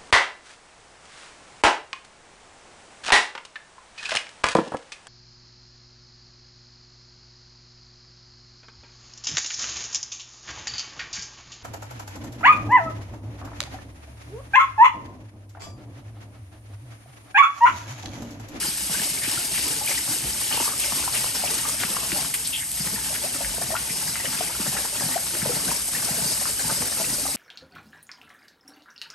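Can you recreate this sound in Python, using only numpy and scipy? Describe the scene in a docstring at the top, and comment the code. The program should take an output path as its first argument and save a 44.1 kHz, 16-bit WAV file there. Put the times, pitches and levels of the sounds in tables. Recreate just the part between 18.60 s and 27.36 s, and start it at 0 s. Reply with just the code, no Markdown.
"""A fizzing tap jet and the wet rustle of rice, stirred and squeezed by hand in a steel bowl.
Aerator bubbles burst where the jet lands; grains tick and the steel rings with each stroke.
Air folded into the water plops, gulps and sloshes; water slaps and squirts between the fingers.
Midway, and briefly later, the hand cups the jet and the bowl quietens. Now and then the bowl rocks.
Kitchen walls reflect the water sounds; a motor hums underneath."""
import sys
import numpy as np
from scipy import signal
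from scipy.fft import rfft, irfft
from scipy.io import wavfile
from scipy.ndimage import uniform_filter1d

SR = 44100
rng = np.random.default_rng(int(sys.argv[2]) if len(sys.argv) > 2 else 0)


def output_pcm(signal):
    """Save a mono or channel-first signal as 16-bit PCM at the path in sys.argv[1].

    Samples are clipped to [-1, 1] before scaling.
    """
    pcm = np.clip(np.atleast_2d(signal).T, -1, 1) * 32767
    wavfile.write(sys.argv[1], SR, np.round(pcm).astype(np.int16))


N = 386316
TIME_S, FREQ_HZ = np.arange(N) / SR, np.fft.rfftfreq(N, 1 / SR)

# Table levels are ahead of each source's trim.
# spectral shapes (frequency [Hz], gain [dB])
ROOM_SPECTRUM = [(20, -24), (32, -15), (45, -8), (60, 2), (80, -5), (120, -4), (230, -14.5), (430, -27.5),
                 (1000, -20), (4000, -19), (16000, -54)]
SHALLOW_SPECTRUM = [(30, -45), (60, -20), (95, -10), (130, 0.5), (160, 2), (190, 3), (235, -4), (290, 5),
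                    (355, 2), (450, -8), (1200, -45)]
DEEP_SPECTRUM = [(30, -45), (60, -18), (95, -5), (125, -0.5), (178, 4), (228, -2), (265, 2), (320, -7.5),
                 (360, -5.5), (450, -15), (1200, -45)]
SPLASH_SPECTRUM = [(100, -36), (250, 7.5), (350, -5), (420, 1.5), (510, -2), (600, 3.5), (660, 0.5),
                   (720, 0.5), (810, -0.5), (900, 3), (990, -1.5), (1200, -0.5), (1450, 1), (1900, 1.5),
                   (4500, -17)]
RICE_SPECTRUM = [(400, -40), (900, -8), (1600, -10), (2100, -4.5), (2650, 2), (2950, 2), (3300, 1.5),
                 (3900, -1), (5000, -0.5), (8000, -45)]
FOAM_SPECTRUM = [(1500, -46), (2800, -28), (3700, -8), (4500, -3), (5050, -1), (5600, -1), (6500, -2.5),
                 (7500, -7.5), (10000, -27)]
JET_SPECTRUM = [(1500, -59), (4000, -27), (6000, -11), (7000, -8), (8000, -2), (9500, 2), (10600, 1.6),
                (11500, -1.5), (12300, -11), (13200, -14), (14100, -26), (16000, -39)]

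# motor partials (frequency [Hz], level [dB])
MOTOR_PARTIALS = [(59.2, -57), (177.6, -65)]
# bowl rocks on its support (time [s], length [s], pitch [Hz], level [dB])
BOWL_NUDGES = [(1.627, 0.04, 130, -33.5), (1.646, 0.08, 57.8, -35), (3.19, 0.059, 109, -41),
               (4.827, 0.11, 49, -35)]
# bowl modes (frequency [Hz], width [Hz], level [dB], response to rubbing [dB/dB])
STEEL_MODES = [(276.6, 45, -55.5, .1), (679, 60, -62.5, .2), (860, 65, -57, 0.7), (2190, 280, -53, 0.79),
               (2974, 320, -51.5, 1.3), (5030, 570, -48.5, 0.98)]
# water swept round the bowl (time [s], length [s], resonance [Hz], level [dB])
WATER_SURGES = [(2.347, 0.14, 1010, -42), (2.768, 0.18, 875, -43), (2.857, .1, 430, -45),
                (3.01, 0.13, 1050, -42), (3.22, 0.27, 950, -47.5), (3.536, 0.12, 790, -42.5),
                (6.89, 0.14, 636, -43), (7.036, .09, 275, -41), (7.457, 0.13, 576, -41.5),
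                (8.324, 0.4, 258, -44.5)]
# foam between hand and steel (time [s], length [s], resonance [Hz], level [dB])
FOAM_SIZZLES = [(0.062, 0.037, 4840, -32), (0.428, 0.034, 5070, -36), (.7, .06, 5100, -38),
                (.97, 0.13, 4970, -40), (2.735, 0.055, 5450, -39), (4.19, 0.047, 5050, -36),
                (5.292, 0.11, 5200, -41), (5.454, 0.069, 5040, -36), (5.752, 0.052, 5050, -40),
                (7.055, 0.04, 5030, -42), (7.62, 0.16, 4870, -35), (8.135, 0.073, 5000, -38)]
# fingers crunch through rice (time [s], length [s], level [dB])
RICE_SCRAPES = [(0.342, 0.13, -38), (0.947, 0.13, -36), (1.334, 0.045, -36), (2.197, 0.061, -36.5),
                (2.345, 0.11, -40), (2.538, 0.042, -31), (2.847, 0.053, -36), (5.758, 0.098, -39),
                (7.056, .08, -40)]
# water through fingers or palm (time [s], length [s], resonance [Hz], width [Hz], level [dB])
HAND_SQUIRTS = [(0.607, 0.066, 2050, 900, -36.5), (0.942, 0.032, 2500, 1100, -35),
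                (1.268, 0.1, 2320, 800, -41), (1.92, 0.11, 2900, 550, -38), (1.982, 0.12, 1060, 550, -39.5),
                (2.055, 0.11, 1270, 600, -43.5), (3.224, 0.021, 1880, 2800, -35),
                (3.734, 0.024, 2300, 1200, -32.5), (3.839, 0.043, 4170, 2800, -34),
                (3.918, 0.057, 3020, 750, -31), (3.966, 0.043, 2950, 900, -38.5),
                (3.972, 0.082, 1980, 500, -42.5), (4.538, 0.033, 1820, 1200, -36),
                (5.288, 0.026, 2210, 890, -37), (6.16, 0.027, 1800, 1000, -36),
                (7.106, 0.017, 1100, 906, -35)]
# water and grains hit steel (time [s], level [dB], t60 [s])
STEEL_SPATTERS = [(2.057, -12, .02), (2.1989, -13, 0.057), (2.548, -15, 0.067), (3.088, -7, .012),
                  (3.235, -18, .03), (3.7407, -11, 0.1), (3.874, -16, .06), (4.1162, -8, 0.011),
                  (4.197, -10, 0.011), (4.267, -20, .03)]
# hollows fill or open (time [s], length [s], first pitch [Hz], last pitch [Hz], level [dB])
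HOLLOW_GLUGS = [(2.004, .016, 480, 228, -32), (3.522, 0.02, 420, 230, -29.5), (4.631, 0.047, 526, 850, -32),
                (5.945, 0.015, 1280, 1620, -35), (5.995, 0.012, 510, 240, -33),
                (6.393, .02, 2200, 1400, -33), (6.556, 0.024, 600, 904, -22), (7.538, 0.025, 560, 850, -39),
                (7.584, .018, 560, 800, -32), (8.106, 0.017, 724, 303, -29.5)]
# air pockets behind the fingers (time [s], pitch at peak [Hz], level [dB])
POCKET_GULPS = [(.079, 225, -29), (0.295, 190, -30.5), (.397, 222, -28.5), (0.515, 165, -32.5),
                (.675, 272, -27), (.772, 129, -29), (2.007, 257, -27), (2.322, 220, -28),
                (3.246, 195, -27.5), (3.3, 210, -30), (3.528, 204, -26), (4.201, 180, -26),
                (4.267, 175, -29), (4.327, 188, -30), (4.342, 200, -32), (5.302, 174, -29),
                (5.453, 167, -34), (5.676, 179, -32), (5.751, 160, -30), (6, 210, -26), (6.074, 171, -23),
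                (6.089, 183, -27), (6.435, 175, -27), (6.459, 164, -25), (6.825, 180, -20.5),
                (6.868, 173, -25), (6.934, 172, -28), (6.962, 180, -29), (7.073, 230, -34),
                (7.115, 230, -30), (7.507, 157, -24), (7.62, 175, -27), (7.654, 180, -27.5),
                (8.049, 158, -26), (8.118, 176, -24), (8.204, 187, -27.5), (8.392, 240, -31),
                (8.519, 236, -30), (8.743, 245, -27.5)]
# water hits the fingers (time [s], resonance [Hz], width [Hz], level [dB])
FINGER_SLAPS = [(.297, 836, 700, -28.5), (1.477, 850, 700, -27), (1.643, 637, 500, -31),
                (1.914, 1400, 900, -23), (2.323, 930, 700, -21), (2.478, 1000, 600, -20.5),
                (2.643, 825, 600, -21.5), (2.842, 800, 600, -27), (3.2355, 1140, 1800, -12),
                (3.367, 1200, 700, -19.5), (3.519, 2200, 2200, -13.5), (3.647, 1100, 1200, -25),
                (3.747, 2320, 2200, -25), (4.273, 1560, 1200, -21.5), (4.847, 1840, 900, -19.5),
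                (4.982, 600, 500, -27), (5.166, 2500, 1500, -18.5), (5.556, 1900, 800, -18.5),
                (5.73, 1150, 900, -26), (6.19, 450, 400, -28.5), (6.409, 550, 600, -23.5),
                (6.578, 1460, 800, -23), (6.819, 1680, 700, -21), (6.852, 900, 890, -25),
                (7.856, 1340, 900, -22), (8.095, 480, 400, -31), (8.221, 1770, 700, -27),
                (8.223, 1000, 800, -23)]
# loudest bubbles (time [s], pitch [Hz], level [dB], t60 [s])
LOUD_BUBBLES = [(.028, 1660, -22, .026), (.34, 1534, -21.5, 0.057), (.395, 1740, -20.5, .025),
                (.574, 2290, -23, 0.021), (.774, 1397, -22, 0.033), (1.054, 960, -26.5, 0.039),
                (1.135, 1650, -25.5, .02), (1.21, 840, -26.5, 0.072), (1.275, 2400, -16, 0.027),
                (1.31, 2140, -18, 0.036), (1.313, 880, -22, 0.036), (1.376, 1950, -18, .029),
                (1.3818, 7600, -7, .004), (1.911, 814, -17, .016), (1.925, 3040, -15, .02),
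                (1.974, 900, -19, .025), (2.001, 900, -13.5, 0.024), (2.077, 1130, -15, .022),
                (2.476, 956, -21, .026), (2.837, 700, -17.5, 0.04), (3.052, 1160, -15, 0.019),
                (3.078, 900, -26, 0.028), (3.346, 1120, -24, .018), (3.366, 1150, -22, 0.024),
                (3.431, 1100, -26, .018), (3.553, 615, -22, .026), (4.358, 1820, -23, 0.034),
                (4.374, 910, -25, .034), (4.503, 595, -25.5, 0.036), (4.806, 667, -19, 0.024),
                (5.015, 715, -21.5, 0.037), (5.021, 1760, -27, .025), (5.104, 710, -20, 0.026),
                (5.12, 642, -21.5, 0.072), (5.141, 940, -19, .025), (5.151, 1383, -17, 0.065),
                (5.164, 2660, -27, .022), (5.5558, 1890, -21, 0.019), (5.556, 2260, -24, .014),
                (5.5562, 1400, -21.5, .016), (5.598, 1990, -26, .07), (5.651, 2950, -21, .03),
                (5.654, 1890, -20, 0.031), (5.807, 692, -14.5, .025), (5.895, 927, -20.5, 0.034),
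                (6.15, 824, -27, 0.063), (6.165, 1350, -23, 0.034), (6.167, 1830, -23, .02),
                (6.183, 1660, -22, .02), (6.422, 790, -20, .024), (6.49, 820, -21, .024),
                (6.519, 1850, -20.5, 0.023), (6.54, 1920, -20, 0.02), (6.857, 570, -16, 0.028),
                (6.894, 477, -16.5, 0.044), (7.078, 1540, -24, 0.038), (7.086, 730, -19.5, 0.035),
                (7.11, 904, -22, 0.047), (7.347, 1846, -21, 0.054), (7.706, 610, -25, .028),
                (7.813, 730, -28, 0.032), (7.854, 1665, -19, 0.016), (7.992, 1640, -23, 0.035),
                (8.094, 853, -19.5, 0.036), (8.094, 1460, -17.5, 0.033), (8.225, 435, -27.5, .045),
                (8.397, 652, -23, 0.069), (8.441, 2060, -26, .025), (8.444, 2650, -21, .026),
                (8.582, 575, -23.5, 0.048), (8.617, 620, -29, 0.038), (8.653, 740, -20, 0.027),
                (8.663, 1180, -25, .028), (8.683, 595, -26, 0.04)]

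# hand strokes (time [s], length [s], jet churn [dB], rice rub [dB], plunge [dB])
HAND_STROKES = [(0.002, 0.05, 2, 5, 5.5), (0.265, 0.15, 2, 3, 5), (0.412, 0.097, 2, 3.5, -1),
                (0.615, .2, 1.5, 5, 2), (0.908, 0.24, 2.5, 3, 5.5), (1.24, 0.15, 2.5, 3.5, 2),
                (1.471, 0.057, 3.5, 2.5, 9), (1.596, 0.079, 0.5, 2.5, 7), (1.787, 0.081, 2.5, 4.5, 0),
                (1.903, 0.079, 3, 7.5, 7), (2.004, 0.047, 5.5, 4, 0), (2.184, 0.079, 3, 6.5, -3),
                (2.283, 0.15, 2.5, 4, 2.5), (2.512, 0.15, 3.5, 5, 4), (2.73, 0.045, 2.5, 5.5, 2),
                (2.824, 0.18, 3, 4, 5.5), (3.065, 0.034, 4, 3.5, 2), (3.179, 0.056, 2.5, 7, -1),
                (3.268, 0.16, 1.5, 2.5, 2), (3.48, 0.17, 2.5, 3, 5.5), (4.19, 0.21, -0.5, -1.5, 4.5),
                (4.496, 0.035, 0.5, -0.5, 8), (4.564, 0.22, 0, -1, 4), (4.79, 0.13, 0, -1.5, 4),
                (4.94, 0.2, 0, -2.5, 7), (5.286, 0.24, 2, -1, 4.5), (5.64, 0.19, 2, 1, 4.5),
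                (5.976, 0.21, 2, 1.5, 6.5), (6.373, 0.13, 2, 1, 7), (6.717, 0.31, 0.5, 0.5, 7.5),
                (7.047, 0.046, 2.5, 0, 12.5), (7.323, 0.29, 0, 1, 5.5), (7.58, 0.2, 0.7, 0, 4),
                (7.843, 0.034, 0.5, -0.5, 3), (7.978, 0.27, 1, 0.5, 6), (8.314, 0.23, 1.5, 0, 4),
                (8.514, 0.2, 1.5, -3, 1.5)]
# hand cups the jet (time [s], length [s], share caught [0-1])
JET_CATCHES = [(3.66, 0.34, 0.21), (3.981, .15, 0.35), (5.22, 0.036, 0.16), (6.575, 0.05, 0.16),
               (7.208, 0.08, 0.21), (7.9, 0.048, 0.2)]
# base level of jet and foam (time [s], level [dB])
TAP_LEVEL = [(0, -32), (2.3, -32), (3.3, -33), (4.3, -31.5), (5.7, -34), (6.4, -32), (7.7, -29.5),
             (8.76, -32.5)]
# levels between strokes (start [dB], slope as the bowl fills [dB/s], change at full catch [dB])
RICE_BASE = (-40, -0.054, -17)
SPLASH_BASE = (-47.5, 0.68, -26)
SLOSH_BASE = (-48.5, -0.13, -24)

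# stereo width (frequency [Hz], side gain [ratio])
MIC_WIDTH = [(60, .25), (200, .28), (450, .7), (1500, 1), (5500, .85), (7000, .6), (8500, .35), (12000, .3)]
# stereo balance (frequency [Hz], left minus right [dB])
MIC_BALANCE = [(60, 1), (150, 1.5), (450, 0), (780, 7), (1100, 2.5), (3000, 4), (4000, 2.5), (5200, 6.5),
               (6200, 2), (7300, 4.3), (7700, 0), (16000, 0)]
# stereo phase (frequency [Hz], left lead [rad])
MIC_LEAD = [(0, 0), (400, .1), (600, .9), (1000, .1), (1800, 0), (3000, 1.1), (4200, .4), (5000, .75),
            (6500, 0), (8600, 0), (9900, -2.9), (10350, -3.14), (11800, -6.28), (12600, -6.28),
            (13200, -9.42), (14300, -9.42), (14700, -12.57)]


def gain_of(db):
    """Decibels to amplitude."""
    return 10 ** (np.asarray(db) / 20)


def unit_rms(x):
    """Scale to rms 1."""
    return x / np.sqrt(np.mean(x ** 2) + 1e-20)


def curve(points):
    """Interpolate a table over log frequency."""
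    hz, value = np.transpose(points)
    return np.interp(np.log(FREQ_HZ + 1), np.log(hz + 1), value)


def coloured(x, spectrum):
    """Filter by a spectrum; rms 1."""
    return unit_rms(irfft(rfft(x) * gain_of(curve(spectrum)), N))


def drift(rate_hz):
    """Low-passed random wander; rms 1."""
    return unit_rms(irfft(rfft(rng.standard_normal(N)) * np.exp(-(FREQ_HZ / rate_hz) ** 2), N))


def noise(side=0.18):
    """Stereo white noise, mostly common to both ears."""
    common, difference = rng.standard_normal((2, N))
    return unit_rms(np.array([common + side * difference, common - side * difference]))


def add(mix, start_s, sound):
    """Mix a sound in place."""
    part = mix[..., max(round(start_s * SR), 0):][..., :sound.shape[-1]]
    part += sound[..., :part.shape[-1]]


def resonant(x, hz, width_hz):
    """One resonance, applied twice for steep skirts."""
    b, a = signal.iirpeak(hz, hz / width_hz, fs=SR)
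    return signal.lfilter(b, a, signal.lfilter(b, a, x))


def bubble_ring(age, rise, onset):
    """Envelope and phase [pitch x t60] against age [t60]; a bubble nearing the surface climbs."""
    envelope = np.exp(-6.9 * age) * (1 - np.exp(-age / onset))
    return envelope, age + rise * age * age / 2


def swarm(per_s, low_hz, high_hz, cycles, spread_db, rise, scatter_turns=0.16):
    """Small bubbles or grain impacts, random in time, pitch, size and direction; rms 1."""
    when, pitch, size, life, place = rng.random((int(per_s * N / SR), 5), dtype=np.float32).T[:, :, None]
    hz = low_hz + (high_hz - low_hz) * pitch ** 1.5
    t60_turns = cycles * (.5 + life)
    n = np.arange(int(cycles / (low_hz + high_hz) * 2 * SR))
    envelope, phase = bubble_ring(n.astype(np.float32) * (hz / t60_turns / SR), rise, onset=0.05)
    size_db = spread_db * np.minimum(-np.log(1 - size), 4)
    envelope = envelope * gain_of(size_db) * np.sqrt(hz)
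    indices = ((when * N).astype(int) + n).ravel()
    lead_turns = scatter_turns * (2 * place - 1)
    ears = []
    for side in (-1, 1):
        rings = envelope * np.sin(2 * np.pi * (t60_turns * phase + side * lead_turns))
        ears.append(np.bincount(indices, rings.ravel(), N)[:N])
    return unit_rms(np.array(ears))


def at_level(x, level_db, window_samples=6000):
    """Flatten a texture's running power, then impose a level."""
    power = uniform_filter1d((x ** 2).mean(0), window_samples)
    power = uniform_filter1d(power, window_samples // 2)
    return x / np.sqrt(abs(power) + 1e-9) * gain_of(level_db)


def swells(texture, rows, trim_db=0):
    """Short tapered bursts of a texture, each through one resonance."""
    out = np.zeros((2, N))
    for start_s, length_s, hz, width_hz, db in rows:
        burst = resonant(texture[:, int(start_s * SR):][:, :int(length_s * SR)], hz, width_hz)
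        taper = signal.windows.tukey(burst.shape[1], .6)
        add(out, start_s, gain_of(db + trim_db) * unit_rms(burst * taper))
    return out


def gesture(start_s, length_s, attack_s, release_s):
    """Trapezoid of one hand movement, 0-1."""
    end_s = start_s + max(length_s, attack_s)
    return np.interp(TIME_S, [start_s, start_s + attack_s, end_s, end_s + release_s], [0, 1, 1, 0])


def bowl_level(start_db, fill_db_per_s, cupped_db, cupped):
    """Level [dB] between strokes: shifts as the bowl fills, dips while the palm catches the jet."""
    return start_db + fill_db_per_s * TIME_S + cupped_db * cupped


def kitchen(rumble_db=-45.5, waver_rad=0.21):
    """Wavering motor hum over room rumble."""
    hum = sum(gain_of(db) * np.sqrt(2) * np.sin(2 * np.pi * hz * TIME_S + waver_rad * drift(7.4))
              for hz, db in MOTOR_PARTIALS)
    return hum + gain_of(rumble_db) * coloured(noise(), ROOM_SPECTRUM)


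def echoes(x, t60_s, wet_db, patterns=7, crossfade_s=.12, predelay_s=.002):
    """Dense wall reflections; the pattern shifts as arm and bowl move."""
    out, t = np.zeros((2, N)), np.arange(int(t60_s * SR)) / SR
    for k in range(patterns):
        taps = rng.standard_normal((2, len(t))) * gain_of(-60 * t / t60_s) * (t > predelay_s)
        distance = abs((TIME_S / crossfade_s - k) % patterns - patterns / 2)
        fade = np.sqrt(np.maximum(1 - distance, 0))
        out += signal.oaconvolve(x * fade, taps / np.linalg.norm(taps[0]), axes=1)[:, :N]
    return gain_of(wet_db) * out


def nudges():
    """The heavy bowl rocks in soft, low wobbles."""
    out = np.zeros(N)
    for start_s, length_s, hz, db in BOWL_NUDGES:
        t = np.arange(int(length_s * SR)) / SR
        add(out, start_s, gain_of(db) * np.sin(np.pi * t / length_s) * np.sin(2 * np.pi * hz * t))
    return out


def steel_ring(rub_db, hits_per_s=900):
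    """Drops and grains excite the bowl's modes; the high ones follow the rubbing most."""
    hits = rng.standard_normal(N) * (rng.random(N) < hits_per_s / SR)
    patter = unit_rms(hits) + 1.17 * noise()
    return sum(gain_of(db + response * rub_db) * unit_rms(resonant(patter, hz, width_hz))
               for hz, width_hz, db, response in STEEL_MODES)


def surges(width_ratio=0.5):
    """Overlapping air pockets boom in the bowl's hollow as the water is swept round."""
    pockets = swarm(per_s=340, low_hz=198, high_hz=1317, cycles=40, spread_db=3.5, rise=0.22)
    rows = [(start_s, length_s, hz, hz * width_ratio, db) for start_s, length_s, hz, db in WATER_SURGES]
    return swells(pockets + noise(), rows, trim_db=-1)


def sizzles(width_hz=750):
    """Foam bubbles of nearly one size ring together between hand and steel."""
    foam = swarm(per_s=990, low_hz=4230, high_hz=6110, cycles=60, spread_db=2.0, rise=0.055)
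    rows = [(start_s, length_s, hz, width_hz, db) for start_s, length_s, hz, db in FOAM_SIZZLES]
    return swells(foam + .6 * noise(), rows, trim_db=-1)


def scrapes(hz=2900, width_hz=2200):
    """Squeezed grains slip past each other in sharp ticks."""
    ticks = swarm(per_s=760, low_hz=1860, high_hz=5700, cycles=9.3, spread_db=4.0, rise=0)
    rows = [(start_s, length_s, hz, width_hz, db) for start_s, length_s, db in RICE_SCRAPES]
    return swells(ticks + 0.74 * noise(), rows, trim_db=-1)


def squirts():
    """Water and air gurgle through a broad resonance in the hollow of the hand."""
    rush = noise()
    bubbles = swarm(per_s=1400, low_hz=886, high_hz=3980, cycles=9.3, spread_db=9.0, rise=0.11)
    return swells(rush + 0.26 * bubbles, HAND_SQUIRTS)


def spatters(trim_db=-8):
    """Flung water and grains hit the steel in short bright bursts."""
    envelope, t = np.zeros(N), np.arange(SR // 10) / SR
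    for start_s, db, t60_s in STEEL_SPATTERS:
        add(envelope, start_s, gain_of(db + trim_db - 60 * t / t60_s))
    return envelope * unit_rms(coloured(noise(), JET_SPECTRUM) + 0.2 * coloured(noise(), RICE_SPECTRUM))


def glugs(flutter=0.32):
    """A hollow's pitch climbs as it fills, falls as it opens; the inflow makes it flutter."""
    out = np.zeros(N)
    for start_s, length_s, first_hz, last_hz, db in HOLLOW_GLUGS:
        progress = np.linspace(0, 1, int(length_s * SR))
        turns = np.cumsum(first_hz * (last_hz / first_hz) ** progress) / SR
        add(out, start_s, gain_of(db) * np.sin(np.pi * progress ** 0.77) * np.sin(2 * np.pi * turns))
    return out * (1 + flutter * drift(330))


def gulps(trim_db=-1, swell_s=0.0063, fall_s=0.003):
    """A cavity opens behind a finger; its pitch drops fast as it grows."""
    out, t = np.zeros(N), np.arange(SR // 16) / SR
    envelope = (t / swell_s * np.exp(1 - t / swell_s)) ** 3
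    glide = 1 + 1.43 * (np.exp(-t / fall_s) - np.exp(-swell_s / fall_s))
    for start_s, hz, db in POCKET_GULPS:
        turns = np.cumsum(hz * glide) / SR
        add(out, start_s, gain_of(db + trim_db) * envelope * np.sin(2 * np.pi * turns))
    return out


def slaps(breakup=0.053, breakup_s=0.01):
    """A smack and a spray of droplets excite a heavily damped air pocket."""
    out, t = np.zeros((2, N)), np.arange(SR // 16) / SR
    smack, spray = signal.unit_impulse(len(t)), noise()
    for start_s, hz, width_hz, db in FINGER_SLAPS:
        cavity = resonant(smack, hz, width_hz)
        drive = smack + breakup * np.exp(-t / breakup_s) * spray[:, int(start_s * SR):][:, :len(t)]
        add(out, start_s, gain_of(db) * signal.fftconvolve(drive, cavity[None] / abs(cavity).max()))
    return out


def faint_bubbles(per_s=6, tries=4, level_db=-37, spread_db=1, t60_s=0.018,
                  first_low_hz=1390, high_hz=2970, octaves_per_s=-0.204):
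    """Random bubbles folded in by the strokes; rows as in LOUD_BUBBLES."""
    rows = []
    for start_s, length_s, *_ in HAND_STROKES:
        low_hz = first_low_hz * 2 ** (octaves_per_s * start_s)  # falls as the water deepens
        for when, pitch, size, chance in rng.random((tries, 4)):
            if chance < per_s * length_s / tries:
                hz = low_hz * (high_hz / low_hz) ** pitch
                db = level_db + spread_db * (2 * size - 1)
                rows.append((start_s + when * length_s, hz, db, t60_s * (.5 + size)))
    return rows


def plops(trim_db=2.0, rise=0.35, scatter_rad=0.75, children=3, child_db=-14.0, child_delay_s=.012):
    """Each bubble rings with a climbing pitch and sheds fainter ones as it breaks."""
    out = np.zeros((2, N))
    jostle = 1 + 0.4 * drift(650)  # grains roughen the ring
    for start_s, hz, db, t60_s in list(LOUD_BUBBLES) + faint_bubbles():
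        age = np.arange(int(t60_s * SR)) / (t60_s * SR)
        envelope, phase = bubble_ring(age, rise, onset=0.07)
        first_hz = hz / (1 + rise / 7)  # passes hz near the peak
        for k, (offset, place, detune, delay) in enumerate(rng.uniform(-1, 1, (1 + children, 4))):
            is_child = k > 0
            turns = first_hz * t60_s * phase * np.exp(is_child * 0.49 * detune)
            ears_rad = np.pi * offset + scatter_rad * place * np.array([[1], [-1]])
            ring = envelope * np.sin(2 * np.pi * turns + ears_rad)
            onset_s = start_s + is_child * child_delay_s * abs(delay)
            add(out, onset_s, gain_of(db + trim_db + is_child * child_db) * ring)
    return out * jostle


def slosh(level_db, trim_db=0.7, deep_at_s=4.6):
    """Damped cavities push on the bowl's floor; the boom sinks as the water deepens."""
    pockets = swarm(per_s=200, low_hz=106.2, high_hz=452.6, cycles=17.0, spread_db=-0.5, rise=-0.077)
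    churn = pockets + noise()
    depth = np.minimum(TIME_S / deep_at_s, 1)
    boom = (1 - depth) * coloured(churn, SHALLOW_SPECTRUM) + depth * coloured(churn, DEEP_SPECTRUM)
    return at_level(boom, level_db + trim_db, window_samples=3000)


def splash(level_db, trim_db=1.63, clump_db=0.8):
    """Mid-sized bubbles folded in by the hand, in a wash of churned water."""
    bubbles = swarm(per_s=520, low_hz=323, high_hz=2430, cycles=22.6, spread_db=3.0, rise=0.24)
    wash = coloured(bubbles + 1.94 * noise(), SPLASH_SPECTRUM)
    return at_level(wash * gain_of(clump_db * drift(24)), level_db + trim_db, window_samples=3600)


def rice(level_db, clump_db=1.0):
    """Wet grains tick on each other and the steel, in clumps as the fingers push."""
    ticks = swarm(per_s=1500, low_hz=1520, high_hz=5104, cycles=62, spread_db=2.5, rise=0.044)
    rustle = coloured(ticks + 1.8 * noise(), RICE_SPECTRUM)
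    return at_level(rustle * gain_of(clump_db * drift(44)), level_db)


def foam_hiss(level_db):
    """Foam hisses in the hollow of the bowl."""
    foam = swarm(per_s=1500, low_hz=3610, high_hz=7810, cycles=40, spread_db=4.5, rise=0.21)
    return at_level(coloured(foam + 2.94 * noise(), FOAM_SPECTRUM), level_db)


def jet(level_db, trim_db=0.23):
    """Tiny aerator bubbles burst where the jet lands, over a fine hiss."""
    fizz = swarm(per_s=4000, low_hz=5960, high_hz=14310, cycles=42, spread_db=4.5, rise=0.075)
    return at_level(coloured(fizz + 2.6 * noise(), JET_SPECTRUM), level_db + trim_db)


def stirring():
    """Strokes drive six continuous layers; uneven fingers jolt all but the steel together."""
    churn_db, rub_db, plunge_db = sum(
        np.outer(boosts_db, gesture(start_s, length_s, attack_s=0.023, release_s=0.054))
        for start_s, length_s, *boosts_db in HAND_STROKES)
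    cupped = sum(share * gesture(start_s, length_s, attack_s=0.031, release_s=0.049)
                 for start_s, length_s, share in JET_CATCHES)
    tap_db = np.interp(TIME_S, *np.transpose(TAP_LEVEL))
    foam_db = tap_db + bowl_level(start_db=-5.5, fill_db_per_s=0.11, cupped_db=-19.5, cupped=cupped)
    wander = drift(33)
    jolt_db = unit_rms(wander - uniform_filter1d(wander, size=8000))  # quick jerks only
    return (jet(tap_db + 3 + churn_db - 3.5 * cupped + 0.9 * jolt_db)
            + foam_hiss(foam_db + 1.24 * churn_db + jolt_db)
            + steel_ring(rub_db - 7 * cupped)
            + rice(bowl_level(*RICE_BASE, cupped) + 0.83 * rub_db + 0.8 * jolt_db)
            + splash(bowl_level(*SPLASH_BASE, cupped) + 0.82 * rub_db + 0.3 * plunge_db + 2 * jolt_db)
            + slosh(bowl_level(*SLOSH_BASE, cupped) + plunge_db + 0.5 * jolt_db))


def scene():
    """Water and rice with wall reflections, over bowl wobble and room tone."""
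    background = nudges() + kitchen()
    bowl = (stirring() + gulps() + spatters() + squirts() + plops()
            + glugs() + slaps() + surges() + scrapes() + sizzles())
    return bowl + echoes(bowl, t60_s=.22, wet_db=-6.5) + background


def record(dry):
    """Close microphone pair: width, balance and phase per frequency, then a low-pass."""
    left, right = rfft(dry)
    mid = (left + right) / 2
    side = (left - right) / 2 * curve(MIC_WIDTH)
    tilt = gain_of(curve(MIC_BALANCE) / 2)
    right_lag = np.exp(-1j * curve(MIC_LEAD))
    mics = np.array([(mid + side) * tilt, (mid - side) / tilt * right_lag])
    lowpass = signal.firwin(511, cutoff=15800, window=("kaiser", 9), fs=SR)
    return signal.oaconvolve(irfft(mics, N), lowpass[None], "same")


dry = scene()
out = record(dry)
output_pcm(out)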